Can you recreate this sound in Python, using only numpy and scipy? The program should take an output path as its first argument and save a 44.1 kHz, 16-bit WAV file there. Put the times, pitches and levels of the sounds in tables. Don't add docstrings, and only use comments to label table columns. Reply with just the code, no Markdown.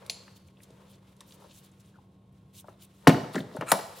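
import sys
import numpy as np
from scipy import signal
from scipy.io import wavfile

SR = 44100
rng = np.random.default_rng(int(sys.argv[2]) if len(sys.argv) > 2 else 0)


def master_out(mix):
    frames = np.transpose(np.atleast_2d(mix))
    ceiling = np.clip(frames, -1, 1)
    pcm = np.round(ceiling * 32767).astype(np.int16)
    wavfile.write(sys.argv[1], SR, pcm)


def gain_from_decibels(decibels):
    exponent = np.asarray(decibels, float) / 20
    return 10 ** exponent


N = 176400


def unit(x):
    return x / np.sqrt(np.mean(x ** 2) + 1e-20)


def in_time(rows):
    s, *columns = np.transpose(rows)
    return [np.interp(np.arange(N) / SR, s, column) for column in columns]


def at_hz(rows, hz, axis=1):
    table = np.array(rows)
    return np.interp(np.log(hz), np.log(table[:, 0]), table[:, axis])


def drift(rate_hz):
    r = np.exp(-2 * np.pi * rate_hz / SR)
    noise = rng.standard_normal(N + SR)
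    return unit(signal.lfilter([1], [1, -2 * r, r * r], noise)[SR:])


def band_pass(x, low_hz, high_hz, order=2):
    sos = signal.butter(order, [low_hz, high_hz], "band", fs=SR, output="sos")
    return signal.sosfilt(sos, x)


# f/Hz, left-right likeness (0-1)
LIKENESS = [(100, .999), (250, 0.99), (500, 0.91), (1200, 0.06), (2400, 0.97), (5000, 0.6), (12000, 0.36)]


def noise_bands(size, gain):
    edges = 31.5 * 2 ** np.arange(0, 9.3, .5)
    white = rng.standard_normal((2, 2, size))
    out = 0
    for k, (low, high) in enumerate(zip(edges, edges[1:])):
        mid, side = band_pass(white[k % 2], low, high)
        hz = np.sqrt(low * high)
        alike = np.clip(at_hz(LIKENESS, hz), 0, 1)
        stereo = np.sqrt(1 + alike) * mid + np.sqrt(1 - alike) * side * [[1], [-1]]
        out = out + gain(hz) * stereo
    return out


# f/Hz, relative level/dB per Hz
MURMUR_SPECTRUM = [(18, -58), (30, -24), (106, 4.5), (165, 1), (194, -10.5), (252, -5), (554, -15),
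                   (937, -20), (1100, -23), (1500, -47), (3300, -33.5), (5000, -57), (16000, -59)]


def murmur():
    return gain_from_decibels(-59) * unit(noise_bands(N, lambda hz: gain_from_decibels(at_hz(MURMUR_SPECTRUM, hz))))


# f/Hz, level/dB, width of the pitch wander/Hz
HUM_TONES = [(192.5, -62, 2.96), (1080, -81, 2.3)]


def hum():
    out = 0
    for hz, db, width_hz in HUM_TONES:
        level = gain_from_decibels(db + 0.83 * drift(19))
        phase = 2 * np.pi * np.cumsum(hz + width_hz / 2 * drift(4.5)) / SR
        out = out + level * np.sqrt(2) * np.sin(phase)
    return out


# t/s, level/dB
RUSTLE_LEVEL = [(0, -66), (.3, -66.5), (.45, -73.5), (.75, -69), (1.05, -71.5), (1.35, -67), (1.6, -67),
                (1.75, -70), (1.95, -73.5), (2.2, -80.5), (2.5, -75), (2.75, -70.5), (3.05, -70), (4, -56)]
# f/Hz, relative level/dB per Hz
RUSTLE_SPECTRUM = [(710, -24), (1200, -2.5), (1950, -9.5), (2270, -7.5), (3220, -5.5), (4910, -12.5),
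                   (9720, -14.5), (16000, -22)]


def steady_rustle():
    noise = unit(noise_bands(N, lambda hz: gain_from_decibels(at_hz(RUSTLE_SPECTRUM, hz))))
    return noise * gain_from_decibels(in_time(RUSTLE_LEVEL)[0] + 1.8 * drift(22))


# t/s, level/dB
SHUFFLE_LEVEL = [(0, -56), (.3, -61.5), (.42, -79.5), (.8, -62.5), (1.1, -70.5), (1.35, -64), (1.45, -56.5),
                 (1.55, -72.5), (1.9, -86), (1.97, -68), (2.05, -109.5), (2.9, -108), (3.05, -56.5),
                 (4, -55)]
# f/Hz, width/Hz, relative level/dB
SHUFFLE_BANDS = [(520, 106, 25.5), (900, 130, 19), (1510, 440, -23.5)]


def shuffle(white):
    stereo = white[0] + 1.0 * white
    dull = 0
    for hz, width, db in SHUFFLE_BANDS:
        dull = dull + gain_from_decibels(db) * unit(band_pass(stereo, hz - width / 2, hz + width / 2, order=1))
    return unit(dull) * gain_from_decibels(in_time(SHUFFLE_LEVEL)[0] + 1.92 * drift(40))


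def contact_rise(t):
    return np.minimum(t / 0.0009, 1)


def blows(hits, modes, crack_db, crack_s, wash_db, wash_s, spread_db, uneven_db):
    mode_scatter = 0.027
    rattle_per_s = 150
    out, t = np.zeros(N + SR), np.arange(SR // 3) / SR
    hz, db, t60 = np.array(modes).T[:, :, None]
    for s, level_db, hard_hz, low_hz in hits:
        luck = rng.standard_normal((3, len(modes), 1))
        level = np.sign(luck[0]) * gain_from_decibels(db + spread_db * luck[1] - 60 * t / t60)
        ringing = np.sum(level * np.sin(2 * np.pi * hz * (1 + mode_scatter * luck[2]) * t), axis=0)
        rattle_db = uneven_db * np.interp(t * rattle_per_s, np.arange(200), rng.standard_normal(200))
        crack = gain_from_decibels(crack_db - 60 * t / crack_s)
        wash = gain_from_decibels(crack_db + wash_db + rattle_db - 60 * t / wash_s)
        blow = ringing + (crack + wash) * rng.standard_normal(len(t))
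        high_hz = np.clip(hard_hz, low_hz * 1.1, 19000)
        blow = band_pass(blow * contact_rise(t), low_hz, high_hz, order=3)
        start = int(s * SR)
        out[start:start + len(t)] += gain_from_decibels(level_db) * blow
    mic_low_cut = signal.butter(2, 95.3, "high", fs=SR, output="sos")
    return signal.sosfilt(mic_low_cut, out[:N])


# t/s, level/dB, contact hardness f/Hz, lowest moving f/Hz
STEEL_HITS = [(0.063, -49, 16500, 1940), (0.0972, -23.5, 7200, 2280), (0.0985, -36.5, 15900, 9700),
              (0.361, -65, 9000, 2300), (0.485, -57, 3970, 2000), (0.570, -51.5, 3500, 2670),
              (0.603, -50.5, 2800, 1530), (0.633, -48.5, 14000, 4530), (0.704, -57, 9000, 3000),
              (1.165, -61, 12000, 5060), (1.206, -45.5, 12000, 1800), (1.308, -51.5, 5000, 2500),
              (1.322, -48.5, 8300, 2450), (1.715, -60, 10200, 6100), (1.798, -61, 12000, 2840),
              (2.325, -69, 15000, 9000), (2.674, -65, 7000, 1980), (2.74, -68, 4500, 2000),
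              (3.0735, -20, 16400, 2800), (3.079, -16, 6960, 1960), (3.093, -29, 12000, 2000),
              (3.336, -43, 5450, 3380), (3.355, -34, 8800, 2870), (3.404, -38, 4050, 3060),
              (3.564, -46.5, 14000, 5760), (3.610, -45, 14900, 2460), (3.717, -14.5, 16500, 3200),
              (3.7185, -7.5, 10400, 9480), (3.7215, -50, 14000, 3480), (3.866, -53, 14000, 5000)]
# f/Hz, relative level/dB
STEEL_MODES = [(2400, 7), (3050, 4.5), (3500, 3), (3900, 8.5), (4250, 6), (4700, 1), (5300, -15), (5800, 0),
               (6500, -17), (9400, 7), (10250, -9), (11200, 3), (13700, -6)]


def steel_clanks():
    modes = [(hz, db, .005) for hz, db in STEEL_MODES]
    return blows(STEEL_HITS, modes, crack_db=4.5, crack_s=0.029, wash_db=-23, wash_s=0.32,
                 spread_db=1.5, uneven_db=0.5)


# t/s, level/dB, contact hardness f/Hz, lowest moving f/Hz
CASE_HITS = [(0.0972, -40.5, 1070, 500), (0.279, -52, 2900, 700), (0.70, -48.5, 700, 248),
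             (1.208, -45.5, 1170, 910), (1.21, -52, 2060, 1750), (1.422, -50, 1180, 700),
             (1.443, -50, 1200, 500), (1.94, -54.5, 1720, 1420), (1.955, -53, 1650, 1230),
             (1.984, -48.5, 1070, 770), (2.643, -44, 1210, 600), (2.658, -59, 1200, 603),
             (2.683, -41, 1480, 387), (2.685, -41, 1090, 784), (3.0705, -7.5, 2420, 342),
             (3.0735, -7.5, 900, 126), (3.0765, -3.5, 338, 212), (3.079, -16.5, 563, 79),
             (3.087, -23, 400, 107), (3.093, -18, 2530, 296), (3.145, -30, 1800, 298),
             (3.167, -34, 1200, 400), (3.18, -30, 835, 159), (3.24, -37.5, 1460, 298),
             (3.295, -39, 604, 151), (3.337, -50.5, 2180, 900), (3.345, -35.5, 2670, 600),
             (3.347, -27.5, 500, 147), (3.354, -27, 1120, 500), (3.358, -25, 2130, 1420),
             (3.361, -17.5, 396, 190), (3.364, -29, 520, 360), (3.379, -26, 2140, 1470),
             (3.386, -33.5, 490, 134), (3.401, -33.5, 700, 137), (3.442, -40, 700, 142),
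             (3.513, -46, 1510, 202), (3.548, -32, 700, 272), (3.568, -34, 1600, 463),
             (3.58, -30.5, 204, 100), (3.610, -29, 2650, 454), (3.622, -28.5, 1440, 278),
             (3.7185, -11, 1800, 520), (3.722, -27, 970, 142), (3.737, -25, 1150, 403),
             (3.79, -32, 1990, 380)]
# f/Hz, relative level/dB, t60/s
CASE_MODES = [(98, -7, 0.084), (137, 2, 0.11), (181, -8, 0.16), (206.6, -6.5, 0.2), (244.7, -3.5, 0.049),
              (277.5, -5.5, 0.085), (356.4, -7.5, 0.082), (415, -2.5, 0.05), (490.6, -14.5, 0.16),
              (584, -3.5, 0.053), (645, -7, 0.074), (762, -5, 0.027), (867.6, -4.5, 0.038),
              (1025, -11, 0.06), (1288, 7, 0.0098), (1464, -10, 0.039), (1786, -1.5, 0.018),
              (1850, 0, 0.012), (2776, -6, 0.058),]


def case_thumps():
    return blows(CASE_HITS, CASE_MODES, crack_db=2.5, crack_s=0.059, wash_db=-8.5, wash_s=0.13,
                 spread_db=0.0, uneven_db=4.5)


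# t/s, f/Hz, level of each partial/dB, t60/s, spread of partials/Hz
FREE_RINGS = [(0.099, 10050, -49.5, 0.21, 156), (0.099, 7250, -52, 0.33, 150), (3.08, 14350, -41, 0.18, 40),
              (3.143, 4030, -68, 0.13, 34), (3.718, 5550, -45, 0.23, 14), (3.72, 2320, -51, 0.4, 40),
              (3.722, 10500, -57, 0.25, 298), (3.72, 14580, -53, 0.27, 40), (3.72, 900, -30, 0.15, 35)]


def rings():
    out, t = np.zeros(N + SR), np.arange(SR // 2) / SR
    for s, hz, db, t60, spread_hz in FREE_RINGS:
        luck = rng.standard_normal((2, 6, 1))
        partials = np.sin(2 * np.pi * (hz + spread_hz * luck[0]) * t + 2 * luck[1])
        start = int(s * SR)
        out[start:start + len(t)] += gain_from_decibels(db - 60 * t / t60) * partials.sum(0) * contact_rise(t)
    return out[:N]


# t/s, length/s, cloth level/dB, duller rubbing level/dB
SWISH_STROKES = [(0.361, 0.012, -49.5, -57), (0.467, 0.018, -61.5, -73), (0.613, 0.039, -61.5, -81),
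                 (0.872, 0.1, -69, -69.5), (1.086, 0.018, -69, -80), (1.267, 0.097, -61.5, -76),
                 (1.388, 0.11, -71, -73), (1.493, 0.044, -67.5, -61.5), (1.528, 0.084, -58, -70),
                 (1.631, 0.039, -60, -75), (1.795, 0.024, -60.5, -75), (1.837, 0.076, -74, -75),
                 (2.535, 0.038, -57.5, -62), (2.56, 0.058, -52.5, -70), (2.656, 0.06, -69.5, -77),
                 (2.792, 0.032, -77, -67), (2.808, 0.054, -56, -65), (2.922, 0.15, -73, -83),
                 (3.328, 0.091, -54.5, -51.5), (3.514, 0.08, -68, -64), (3.954, .08, -54.5, -58.5)]


def strokes():
    edge_s, fade_s = 0.05, 0.053
    t = np.arange(N) / SR
    s, length, cloth_db, rub_db = np.array(SWISH_STROKES).T[:, :, None]
    ramp = np.minimum((t - s) / edge_s, (s + length - t) / fade_s) + .5
    stroke = np.sin(np.pi / 2 * np.clip(ramp, 0, 1)) ** 4
    return np.sum(gain_from_decibels(cloth_db) * stroke, axis=0), np.sum(gain_from_decibels(rub_db) * stroke, axis=0)


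# f/Hz, relative level/dB per Hz
CLOTH_SPECTRUM = [(710, -43), (1200, -12), (2180, -23.5), (3790, 5.5), (4550, -4), (6300, -2.5), (7020, 3),
                  (13600, -2), (16000, -7)]


def cloth_swishes(level):
    cloth = unit(noise_bands(N, lambda hz: gain_from_decibels(at_hz(CLOTH_SPECTRUM, hz) + 2.9 * drift(32))))
    return cloth * level * gain_from_decibels(2 * drift(144))


def rubbing(white, level):
    rub = unit(band_pass(white[0] + 0.14 * white, 2370, 4500))
    return rub * level * gain_from_decibels(2.5 * drift(100))


# t/s, level/dB, slips per s, brightness/dB
SQUEAK_COURSE = [(3.655, -77, 1360, -20), (3.668, -47.5, 1080, -6), (3.682, -39.5, 1370, -10),
                 (3.695, -38, 1320, 4.5), (3.714, -38, 1200, 2.5), (3.717, -22, 1200, -16)]
# f/Hz, width/Hz, relative level/dB, share of the brightness taken (0-1)
ROD_BANDS = [(1360, 1200, 0.5, 0), (2230, 240, -10.5, 0.4), (3870, 500, -13.5, 0), (7160, 566, -5.5, 0.96),
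             (8600, 800, -2.5, 0.8), (10300, 730, -7, 1), (12000, 1900, -5.5, 0.84)]


def squeak():
    db, rate, bright_db = in_time(SQUEAK_COURSE)
    t = np.arange(N) / SR
    cycles = np.cumsum(rate * (1 + 0.033 * drift(400))) / SR
    pulses = np.diff(np.floor(cycles), prepend=0)
    slips = pulses * (1 + 0.95 * rng.standard_normal(N)) + 0.041 * rng.standard_normal(N)
    out = 0
    for hz, width, band_db, bright in ROD_BANDS:
        band = unit(band_pass(slips, hz - width / 2, hz + width / 2))
        out = out + gain_from_decibels(band_db + bright * bright_db) * band
    return gain_from_decibels(db) * out * (t > SQUEAK_COURSE[0][0]) * (t < SQUEAK_COURSE[-1][0])


def ports(x):
    lean = gain_from_decibels(-12) * band_pass(x, 500, 1730)
    treble = signal.butter(2, 6500, "high", fs=SR, output="sos")
    late = 0.89 * signal.sosfiltfilt(treble, x)
    left = x + lean + np.roll(late, 1) - late
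    right = gain_from_decibels(-1) * (x - lean)
    return np.array([left, right])


# f/Hz, t60/s, level/dB
ROOM_TAIL = [(100, 0.54, -11), (258, 0.4, -11), (700, 0.54, -10.5), (1800, 0.76, -18), (3150, 0.53, -14),
             (5730, 0.84, -13), (9000, 0.74, -22.5), (14000, 0.7, -18.5)]


def room(x):
    t = np.arange(SR * 3 // 4) / SR

    def decay(hz):
        t60 = at_hz(ROOM_TAIL, hz)
        return gain_from_decibels(at_hz(ROOM_TAIL, hz, axis=2) - 60 * t / t60) / np.sqrt(t60 * SR / 14)

    tail = noise_bands(len(t), decay) * np.minimum(t / 0.012, 1)
    return signal.fftconvolve(x.mean(0)[None], tail, axes=1)[:, :N]


def scene():
    near = ports(case_thumps() + steel_clanks() + rings() + squeak())
    struck = near + room(near)
    cloth_level, rub_level = strokes()
    handling = cloth_swishes(cloth_level) + steady_rustle()
    white = rng.standard_normal((2, N))
    handling = handling + rubbing(white, rub_level) + shuffle(white)
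    return struck + handling + murmur() + hum()


def low_pass(x):
    return signal.sosfilt(signal.butter(12, 16990, fs=SR, output="sos"), x)


def record(dry):
    rounded = np.tanh(dry)
    top_cut = signal.cheby2(10, 50, 17000, fs=SR, output="sos")
    mix = signal.sosfilt(top_cut, rounded)
    return low_pass(mix)


dry = scene()
out = record(dry)
master_out(out)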